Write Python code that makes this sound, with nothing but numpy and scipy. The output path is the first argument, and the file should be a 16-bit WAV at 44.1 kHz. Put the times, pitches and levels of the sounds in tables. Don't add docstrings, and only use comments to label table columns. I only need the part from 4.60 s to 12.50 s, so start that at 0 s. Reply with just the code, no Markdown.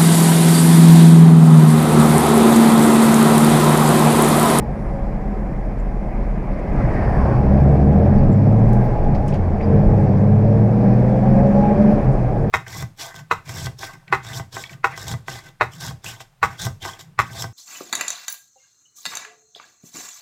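import sys
import numpy as np
from scipy import signal
from scipy.fft import rfft, irfft
from scipy.io import wavfile
from scipy.ndimage import uniform_filter1d

SR = 44100
rng = np.random.default_rng(int(sys.argv[2]) if len(sys.argv) > 2 else 0)


def boost_factor(decibels):
    exponent = np.asarray(decibels, float) / 20
    return 10 ** exponent


def master(y):
    cut = np.clip(np.atleast_2d(y).T, -1, 1)
    pcm = np.round(cut * 32767)
    wavfile.write(sys.argv[1], SR, pcm.astype(np.int16))


N = 348390
WHINE_ORDER = 25


def rms_one(x):
    return x / np.sqrt(np.mean(x ** 2) + 1e-20)


def in_time(rows):
    s, *columns = np.transpose(rows)
    return [np.interp(np.arange(N) / SR, s, c) for c in columns]


def drift(rate_hz):
    r = np.exp(-80 * np.pi * rate_hz / SR)
    slow = signal.lfilter([1], [1, -2 * r, r * r], rng.standard_normal(N // 40 + 2002))[2000:]
    return np.interp(np.arange(N) / 40, np.arange(len(slow)), rms_one(slow))


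def power_sum(*levels_db):
    return 10 * np.log10(sum(boost_factor(2 * db) for db in levels_db))


def bells_db(rows):
    t = np.arange(N) / SR
    return sum(db * np.exp(-((t - s) / spread) ** 2) for s, spread, db in rows)


def cabin_gain(hz):
    # centre in Hz, width in Hz, level in dB
    cabin = [(137, 36, 0), (204, 30, 2), (258, 24, -17), (300, 50, -17), (385, 40, -14), (458, 26, -12),
             (552, 16, -9), (610, 36, -14), (755, 24, -15), (826, 16, -12)]
    power = sum(boost_factor(2 * db) / (1 + (2 * (hz - centre) / width) ** 2) ** 2 for centre, width, db in cabin)
    return np.sqrt(power + boost_factor(-50.5))


def coloured(spectrum, patchy_db, ringing=0):
    hz = np.arange(N // 2 + 1) * SR / N + 1e-9
    points, db = np.transpose(spectrum)
    shape = boost_factor(np.interp(np.log(hz), np.log(points), db, left=-120, right=-120))
    shape = shape * (1 + ringing * cabin_gain(hz) * (hz / 300) ** 1.5)
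    white = rfft(rng.standard_normal(N)) * shape
    edges = np.geomspace(points[0], points[-1], num=5)
    bands = [irfft(white * ((hz >= a) & (hz < b)), N) for a, b in zip(edges, edges[1:])]
    return rms_one(sum(band * boost_factor(patchy_db * drift(14)) for band in bands))


def engine_levels(firing_hz, throttle_db):
    # firings per s, firing tone in dB, low boom orders in dB, orders above it in dB
    full_load = [(39, -21.5, -29.5, -23), (60.9, -13, -8.5, -22), (74.6, -18.5, -23.5, -22),
                 (85, -16.5, -19.5, -21.5), (95.7, -17, -18.5, -20), (101.5, -14, -18, -20.5),
                 (111.2, -12.5, -17.5, -17), (121.3, -14.5, -28.5, -18.5), (128, -17.5, -33, -20),
                 (136, -23, -41.5, -19), (144, -20.5, -27, -17.5)]
    # time in s, spread in s, loss in dB (< 0 gains)
    tone_dips = [(.15, 0.16, 8), (.95, .05, 9), (1.25, .35, -4), (1.75, 0.13, -3), (2.12, 0.092, -3),
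                 (4.1, 0.066, 2), (4.53, 0.09, 7), (5.25, .08, 4.5), (6.2, 0.091, 4.5), (7.55, 0.15, -5.5),
                 (7.85, 0.1, 6), (2.4, 0.039, 9), (2.731, 0.037, 8), (4.41, 0.058, 10), (4.68, 0.076, 10),
                 (5.03, 0.048, 4)]
    # start in s, rate in Hz, depth in dB, decay in s
    shuffle = [
        (2.08, 2.5, 14, 0.19),
        (2.8, 1.6, 2, 0.84),
        (5.1, 3.7, 4, 0.62),
    ]
    # time in s, spread in s, change in dB
    boom_swells = [(3.15, 0.18, -6), (3.75, 0.14, 3), (4.0, 0.12, 1.5), (5.3, 0.16, 2), (6.34, 0.14, 3.5),
                   (6.83, 0.11, 5), (7.31, .1, 2.5)]
    t = np.arange(N) / SR
    rate, *full_db = np.transpose(full_load)
    follows = (0.47, 0.99, 1)
    tone_db, low_db, high_db = [np.interp(firing_hz, rate, db) + share * throttle_db
                                for db, share in zip(full_db, follows)]
    lift_db = np.minimum(20 * np.log10(cabin_gain(WHINE_ORDER * firing_hz / 6)), -11.5)
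    whine_db = -21.5 + 8.5 * np.log2(firing_hz / 100) + 0.45 * lift_db + 0.64 * throttle_db
    whine_db = whine_db - 9 * (t < 5.05)
    rock_db = sum(db * (t > s) * np.exp(-np.abs(t - s) / decay) * np.sin(2 * np.pi * hz * (t - s))
                  for s, hz, db, decay in shuffle)
    return tone_db - bells_db(tone_dips), low_db + rock_db, high_db + bells_db(boom_swells), whine_db


def engine(firing_hz, tone_db, low_db, high_db, whine_db):
    # multiple of the cycle rate, level in dB, change at low speed in dB
    order_db = [(3, -8, 0), (4, -13, -4), (5, -10, -4), (7, -4, 0), (8, 0, 2), (9, 4, -5), (10, 1, -6),
                (11, 0, -7), (12, 4, 1), (13, -5, -5), (14, -2, -2), (15, 4, -2), (16, -2, -3), (17, -2, 5),
                (18, -2, -2), (19, 2, -3)]
    # multiple of the cycle rate, level against the whine in dB
    whine_mates = [(19.3, -6), (27.6, -10), (32, -4), (36, -9)]
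    upper_orders = [(k, -6, 0) for k in range(20, 43) if k not in (25, 32, 36)]
    cycle = 2 * np.pi * np.cumsum(firing_hz * (1 + .002 * drift(6))) / SR / 6
    coarse, sample = np.arange(0, N, 200), np.arange(N)

    multiples, level_db, slow_db = np.transpose(order_db + upper_orders)
    hz = multiples[:, None] * firing_hz[coarse] / 6
    slowness = np.interp(firing_hz[coarse], (72, 86), [1, 0])
    gains = boost_factor(level_db[:, None] + slow_db[:, None] * slowness) * cabin_gain(hz)
    upper = 1 / (1 + np.exp((172 - hz) / 3))
    gains = sum(share * gains * boost_factor(db[coarse] + 1.5) / np.sqrt(np.sum(share * gains ** 2, axis=0))
                for share, db in [(1 - upper, low_db), (upper, high_db)])
    orders = np.zeros(N)
    unsteady = .19 * (100 / firing_hz) ** 1.5
    for k, gain in zip(multiples, gains):
        level = np.interp(sample, coarse, gain) * boost_factor(1.6 * drift(5))
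        orders += level * np.sin(k * cycle + rng.uniform(0, 7) + unsteady * drift(3))

    tone = boost_factor(tone_db + 1.2 * drift(6)) * np.sin(6 * cycle)
    whine = boost_factor(whine_db + 1.5 + 1.6 * drift(8)) * np.sin(WHINE_ORDER * cycle + .5 * drift(8))
    thinning_db = .35 * np.maximum(firing_hz - 118, 0)
    for k, db in whine_mates:
        whine += boost_factor(whine_db + db - thinning_db + 3 * drift(5)) * np.sin(k * cycle + .5 * drift(6))

    panel_hz, panel_width_hz = 824, 22
    detune = (6 * firing_hz - panel_hz) / panel_width_hz
    climbing = uniform_filter1d(1. * (np.gradient(firing_hz) > 0), size=2000)
    panel = boost_factor(-3 + high_db + 1.1 * drift(22.0)) * np.exp(-detune ** 2 * 3) * climbing
    panel = panel * np.sin(2 * np.pi * panel_hz * sample / SR)
    return np.sqrt(2) * (tone + orders + panel + whine), cycle


def rasp(cycle, firing_hz, throttle_db):
    # mode in Hz, width in Hz, level in dB
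    rasp_modes = [(140.5, 26, -4), (201.7, 12.4, 3.5), (259.7, 44, -11), (302.2, 48, -13.5), (452, 13, -12),
                  (505, 17, -10), (564.5, 18, -12.5), (598, 32, -16), (631, 33, -17), (838, 11, -16.5)]
    firings = cycle * 6 / (2 * np.pi)
    strength = boost_factor(3.5 * rng.standard_normal(2000))[firings.astype(int)]
    puffs = strength * np.exp(-2.5 * (firings % 1)) * rng.standard_normal((2, N))
    rung = 0
    for hz, width, db in rasp_modes:
        r = np.exp(-np.pi * width / SR)
        poles = [(1 - r * r) / 2, 0, (r * r - 1) / 2, 1, -2 * r * np.cos(2 * np.pi * hz / SR), r * r]
        rung = rung + boost_factor(db) * signal.sosfilt([poles, poles], puffs[0])
    burble = signal.sosfilt(signal.butter(3, (136, 260), "band", fs=SR, output="sos"), puffs[1])
    doublings = np.log2(firing_hz / 100)
    rasp_db = -23 + throttle_db - 0.2 * doublings
    burble_db = -31.5 - 4 * (doublings + 2.3)
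    return boost_factor(rasp_db) * rms_one(rung) + boost_factor(burble_db) * rms_one(burble)


def noise_levels(firing_hz, throttle_db):
    # start in s, hold in s, level in dB
    traffic = [(.1, 0.78, -16.5), (1.602, 0.12, -11), (1.933, 0.076, -8.5), (2.216, 0.1, -0.5),
               (2.417, 0.32, -0.2), (2.937, 0.17, -3), (3.298, 0.18, -7), (3.587, 0.037, -6.5),
               (4.154, 0.086, -6.5), (5.145, 0.085, -6.5), (6.292, 0.19, -6.5), (6.703, 0.21, -4.5),
               (7.095, 0.34, -3)]
    # time in s, spread in s, level in dB
    jolts = [(.4, 0.032, -22), (.9, 0.13, -34), (2.17, 0.086, -26), (2.5, 0.27, -21), (3.3, 0.11, -28),
             (3.609, 0.06, -18), (4.08, 0.064, -17.5), (4.25, 0.089, -25), (4.55, 0.13, -20.5),
             (4.8, 0.057, -35), (4.97, 0.044, -21), (5.24, 0.076, -17), (5.9, 0.071, -32.5),
             (6.72, 0.089, -25.5), (6.99, 0.053, -25.5), (7.5, 0.17, -24), (7.86, 0.043, -22)]
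    # time in s, spread in s, level in dB
    slips = [(2.65, 0.094, -21), (3.05, 0.25, -23), (3.42, 0.11, -22), (4.5, 0.076, -24.5),
             (5.15, 0.19, -28), (5.42, 0.12, -24.5), (6.12, 0.054, -28)]
    roar_law, tyres_law, air_law = (-24.5, -0.02, 5.5, -24.5), (-43, 0.11, 2, -39.5), (-60.5, .15, 3.5, -61)
    approach_s, recede_s = 0.19, 0.14
    t = np.arange(0, N, 50) / SR
    doublings = np.log2(firing_hz[::50] / 100)
    near_db = power_sum(*(db - 12.0 * (np.maximum(s - t, 0) / approach_s) ** 2
                          - 5.5 * np.maximum(t - s - hold, 0) / recede_s for s, hold, db in traffic))
    shake_db = -31 - doublings
    thump_db = power_sum(shake_db, *(db - 2.7 * ((t - s) / spread) ** 2 for s, spread, db in jolts))
    steady_db = [power_sum(db + share * throttle_db[::50] + slope * doublings, car_db + near_db)
                 for db, share, slope, car_db in (roar_law, tyres_law, air_law)]
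    steady_db[0] = power_sum(steady_db[0], *(db - 2.4 * ((t - s) / spread) ** 2 for s, spread, db in slips))
    return [np.interp(np.arange(N) / SR, t, db) for db in [thump_db, *steady_db]]


def noises(cycle, thump_db, roar_db, tyres_db, air_db):
    # frequency in Hz, density in dB per Hz
    thump_shape = [(12, -20), (18, -2), (26, 0), (36, -2), (50, -6), (70, -12), (95, -30)]
    roar_shape = [(40, -34), (55, -7), (100, -1.5), (170, -5), (250, -11), (290, -9.5), (500, -14.5),
                  (700, -13.5), (860, -20.5), (1000, -39), (1300, -46), (1700, -71.5)]
    tyres_shape = [(600, -26), (950, -1.5), (1200, -8), (1440, -13.5), (1590, -9.5), (2000, -15.5),
                   (2300, -16.5), (2600, -22), (2800, -29), (3100, -33), (3600, -57)]
    hiss_shape = [(2400, -24), (2900, -4.5), (3300, 2), (3800, -2), (4400, -0.3), (5000, 1), (5700, -1.5),
                  (6400, -6), (7500, -9), (9000, -11.5), (10500, -13), (12000, -20.5), (13500, -20.5),
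                  (15200, -43)]
    throb = 1 + .15 * np.sin(6 * cycle) + .1 * np.sin(3 * cycle)
    thump = boost_factor(thump_db + 3.0) * coloured(thump_shape, patchy_db=0.0)
    roar = boost_factor(roar_db + 2.0) * throb * coloured(roar_shape, patchy_db=1.0, ringing=1.82)
    tyres = boost_factor(tyres_db + 3.5) * coloured(tyres_shape, patchy_db=0.9)
    air = boost_factor(air_db + 1.24) * coloured(hiss_shape, patchy_db=1.0)
    return thump + roar + tyres + air


def noise_around(centre_hz, half_hz):
    phase = 2 * np.pi * np.cumsum(centre_hz) / SR
    slow = signal.sosfilt(signal.butter(4, half_hz, fs=SR, output="sos"), rng.standard_normal((2, N)))
    return rms_one(slow[0] * np.cos(phase) + slow[1] * np.sin(phase))


def passing():
    # time in s, tyre band centre in Hz, level in dB
    tyre_band = [(1.9, 2040, -53), (2.1, 2060, -45.5), (2.27, 1972, -40), (2.45, 1800, -36),
                 (2.62, 1588, -37), (2.74, 1500, -39), (2.8, 1497, -46.5), (2.95, 1440, -58),
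                 (3.1, 1420, -85.5)]
    # time in s, tread hiss in dB
    tread_hiss = [(2.1, -80), (2.3, -70), (2.48, -61), (2.65, -60), (2.8, -65.5), (3.0, -73), (3.2, -80)]
    hz, db = in_time(tyre_band)
    hiss_db, = in_time(tread_hiss)
    tyre = noise_around(hz, 400) + boost_factor(3.5) * noise_around(hz, 110)
    return boost_factor(db - 8.0) * tyre + boost_factor(hiss_db) * noise_around(np.full(N, 5000), 600)


def buzzes():
    # time in s, spread in s, centre in Hz, width in Hz, level in dB
    narrow_swells = [(.04, 0.037, 835, 18, -36.5), (.38, 0.11, 551, 15, -36), (1.8, 0.074, 135.5, 24, -25.5),
                     (1.929, 0.036, 214, 47, -29.5), (2.381, 0.084, 1870, 100, -48),
                     (2.65, 0.093, 1031, 210, -30.5), (3.14, 0.1, 452, 19, -27),
                     (3.34, 0.11, 461, 20, -26.5), (3.45, 0.052, 578, 19, -24),
                     (3.76, 0.19, 256, 28.5, -25.5), (4.3, 0.3, 830.6, 25.7, -33.5),
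                     (4.62, 0.16, 835, 16, -37.5), (5.12, 0.11, 454.5, 19, -25.5),
                     (5.42, 0.17, 505, 17, -32.5), (5.75, 0.12, 595, 16, -33.5),
                     (6.65, 0.068, 768, 12, -29.5), (.25, .13, 9300, 900, -71), (.4, .3, 7430, 400, -76),
                     (.85, .2, 7400, 370, -78), (7.38, 0.048, 550, 10, -35), (2.27, 0.086, 128, 30, -21),
                     (2.3, 0.055, 195, 13.5, -27), (2.75, 0.045, 125, 29.4, -23),
                     (3.17, 0.16, 276, 62, -25.5), (4.2, 0.072, 1606, 100, -46), (7.2, 0.14, 459, 12, -31.5),
                     (2.55, .08, 1720, 110, -46.5), (2.4, 0.066, 2190, 150, -50),
                     (2.719, .05, 1560, 70, -45), (7.249, 0.17, 383.7, 16, -27), (6.15, .1, 306, 16, -32),
                     (.2, .15, 13200, 900, -82.5), (.7, 0.3, 760, 20, -42.5), (1.001, 0.15, 551, 8, -40.5),
                     (1.45, 0.31, 553, 8.5, -47), (1.55, 0.071, 2140, 300, -52), (1.9, 0.17, 2150, 460, -53),
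                     (2.201, 0.031, 1310, 120, -41), (2.55, 0.15, 9400, 1500, -69),
                     (6.8, 0.11, 552, 7.5, -30), (7.2, .12, 598, 15, -26.5), (7.47, 0.064, 130.6, 23, -16.5)]
    out, waver = np.zeros(N), drift(7)
    for s, spread, hz, width, db in narrow_swells:
        at = np.arange(max(round((s - .4) * SR), 0), round((s + .4) * SR))
        band = signal.butter(2, [hz - width / 2, hz + width / 2], "band", fs=SR, output="sos")
        noise = signal.sosfilt(band, rng.standard_normal(53000))[-len(at):]
        if width < 25:
            singing = np.sin(2 * np.pi * hz * at / SR + width / 20 * waver[at])
            noise = .5 * rms_one(noise) + np.sqrt(2) * singing
        swell = np.exp(-((at / SR - s) / spread) ** 2)
        out[at] += boost_factor(db) * swell * noise / np.sqrt(np.sum((swell * noise) ** 2) / np.sum(swell ** 2))
    return out


def knocks():
    # time in s, pitch in Hz, peak in dB, 60 dB decay in s
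    floor_knocks = [
        (2.3, 52, -16, .3),
        (3.57, 33, -12, .3),
        (4.06, 50, -17, .25),
        (4.52, 45, -11, .35),
    ]
    out = np.zeros(N)
    for s, hz, db, t60 in floor_knocks:
        t = np.maximum(np.arange(N) / SR - s, 0)
        ring = np.sin(2 * np.pi * hz * t) + 0.67 * np.sin(2 * np.pi * 1.7 * hz * t)
        out += boost_factor(db - 60 * t / t60) * (1 - np.exp(-t / .012)) * ring
    return out


def ticks():
    # start in s, peak in dB, centre in Hz, width in octaves, 60 dB decay in s
    trim_ticks = [(.15, -62, 9300, .6, .4), (1.185, -59, 6000, 1.3, .12), (1.99, -56, 5000, 1.5, .08),
                  (2.29, -57, 8950, .6, .05), (3.558, -48, 4000, 1.6, .1), (3.728, -55, 7400, 1.6, .12),
                  (4.055, -52, 5200, .4, .06), (4.090, -48, 7300, 1.7, .04), (4.131, -42, 7700, 1.8, .035),
                  (4.14, -53, 7000, 1.6, .2), (4.548, -39, 4700, .8, .12), (4.551, -54, 8000, .9, .06),
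                  (4.661, -57, 8140, .8, .18), (4.680, -40, 7300, 1.2, .06), (4.686, -45, 5000, 1.4, .2),
                  (4.703, -49, 6000, 1.1, .04), (4.724, -47, 3600, .6, .08), (4.738, -42, 4500, .9, .1),
                  (4.743, -47, 6500, 1.2, .06), (4.756, -45, 5000, .8, .12), (5.012, -48, 4000, 1.1, .07),
                  (5.028, -50, 4700, .6, .2), (7.521, -56, 7320, 1.3, .12), (7.531, -53, 8300, 1.3, .08),
                  (3.56, -36, 1800, 1.0, .12), (4.551, -31, 1700, 1.3, .1), (4.684, -30, 1700, 1.3, .1),
                  (4.724, -31, 1700, 1.3, .2), (4.74, -29, 1700, 1.3, .14), (4.997, -26, 1800, .6, .2),
                  (5.008, -27, 2000, .8, .12)]
    out, t = np.zeros(N + 6000), np.arange(6000) / SR
    for s, db, hz, octaves, t60 in trim_ticks:
        band = np.clip(hz * 2 ** (np.array([-.5, .5]) * max(octaves, .2)), 500, 18000)
        envelope = (boost_factor(-60 * t / max(t60, .01)) + .6 * np.exp(-t / .002)) * np.minimum(t / .0008, 1)
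        burst = rng.standard_normal(len(t)) * envelope
        burst[30] += 5.0
        band_filter = signal.butter(3, band, "band", fs=SR, output="sos")
        out[round(s * SR):][:len(t)] += boost_factor(db) * signal.sosfilt(band_filter, burst)
    return signal.sosfilt(signal.butter(2, 10500, fs=SR, output="sos"), out[:N])


def squeaks():
    # start in s, length in s, start pitch in Hz, end pitch in Hz, level in dB
    hinge_squeaks = [(1.188, .03, 7360, 7300, -60), (3.563, 0.02, 5700, 5600, -55.5),
                     (3.572, 0.034, 4740, 4470, -52.5), (3.721, 0.022, 7500, 7460, -55),
                     (4.234, .014, 11000, 11670, -56), (4.248, 0.031, 11700, 12860, -62),
                     (4.256, 0.022, 14040, 14100, -63), (4.682, 0.028, 5570, 5580, -50),
                     (5.026, 0.027, 4880, 4840, -50.5), (7.306, 0.015, 10500, 10460, -65),
                     (7.31, 0.032, 11320, 11260, -60)]
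    out, rough = np.zeros(N), .7 + .7 * drift(260)
    for s, length, start_hz, end_hz, db in hinge_squeaks:
        at = round(s * SR) + np.arange(round(length * SR))
        envelope = np.sin(np.linspace(.2, 2.9, len(at))) ** .5
        glide = np.sin(2 * np.pi * np.cumsum(np.linspace(start_hz, end_hz, len(at))) / SR)
        out[at] += boost_factor(db) * envelope * rough[at] * glide
    return out


def electronics():
    # tone in Hz, level in dB
    faint_tones = [(8780, -85), (11687, -88), (11719, -85), (14626, -98)]
    # frequency in Hz, hiss density in dB per Hz
    preamp_shape = [(3000, -9.5), (7400, -1), (7700, -4.5), (11500, -4.5), (13500, -9), (14800, -8.5),
                    (15400, -19)]
    t = np.arange(N) / SR
    fade_db = np.interp(t, [3.3, 3.6], [0, -8])
    tones = sum(np.sqrt(2) * boost_factor(db + .6 * drift(3)) * np.sin(2 * np.pi * hz * t) for hz, db in faint_tones)
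    hiss = boost_factor(-72.5 + 0.49 * fade_db) * coloured(preamp_shape, patchy_db=-0.5)
    return boost_factor(fade_db) * tones + hiss


def scene():
    # time in s, firings per s
    speed = [(0, 48), (.75, 40.9), (1.05, 40), (1.55, 39.9), (1.9, 36.8), (2.05, 37.5), (2.25, 48.7),
             (2.63, 65), (2.76, 64), (2.98, 70.1), (3.2, 70.6), (3.28, 72), (3.45, 84.5), (3.9, 106),
             (4.15, 119.7), (4.29, 124), (4.7, 96.5), (5.0, 79.5), (5.15, 98), (5.29, 105), (5.48, 95.5),
             (5.63, 100.8), (6.0, 110.2), (7.26, 143), (7.4, 139.5), (7.9, 105)]
    # time in s, level in dB
    throttle = [(0, -11), (.5, -12), (2.05, -15), (2.25, -7), (2.45, -18), (2.75, -10), (3.0, 3),
                (3.9, -1.4), (4.2, -2), (4.38, -16), (4.7, -6), (5.02, -12), (5.13, -0.5), (6.0, -3.5),
                (6.5, -1.1), (7.34, 0), (7.44, -15.5), (7.9, -10.5)]
    firing_hz, = in_time(speed)
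    throttle_db, = in_time(throttle)
    motor, cycle = engine(firing_hz, *engine_levels(firing_hz, throttle_db))
    exhaust = rasp(cycle, firing_hz, throttle_db)
    rush = noises(cycle, *noise_levels(firing_hz, throttle_db))
    cabin_noises = buzzes() + knocks() + ticks() + squeaks()
    return (motor + exhaust + rush + passing() + cabin_noises + electronics())[None]


def dropouts(x):
    hz, t, frames = signal.stft(x, SR, nperseg=1024)
    chance = uniform_filter1d(rng.standard_normal((41, len(t))), size=9)
    shared = chance[40]
    band = np.minimum(hz // 260 - 20, 39).astype(int)
    chance = rms_one(chance[:40] + .6 * shared)[band]
    threshold = np.interp(hz, (11800, 15400), (1.9, -.3))
    muted = (chance > threshold[:, None]) & (hz > 11800)[:, None]
    return signal.istft(frames * np.where(muted, boost_factor(-22), 1), SR, nperseg=1024)[1][:, :N]


def top_cut(x):
    return signal.sosfilt(signal.butter(12, 15300, fs=SR, output="sos"), x)


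def record(dry):
    coupling = signal.butter(2, 16, "high", fs=SR, output="sos")
    wired = dropouts(signal.sosfilt(coupling, dry - dry[:, :1]))
    limited = 1.15 * np.tanh(wired / 1.15)
    return top_cut(limited)


dry = scene()
out = record(dry)
master(out)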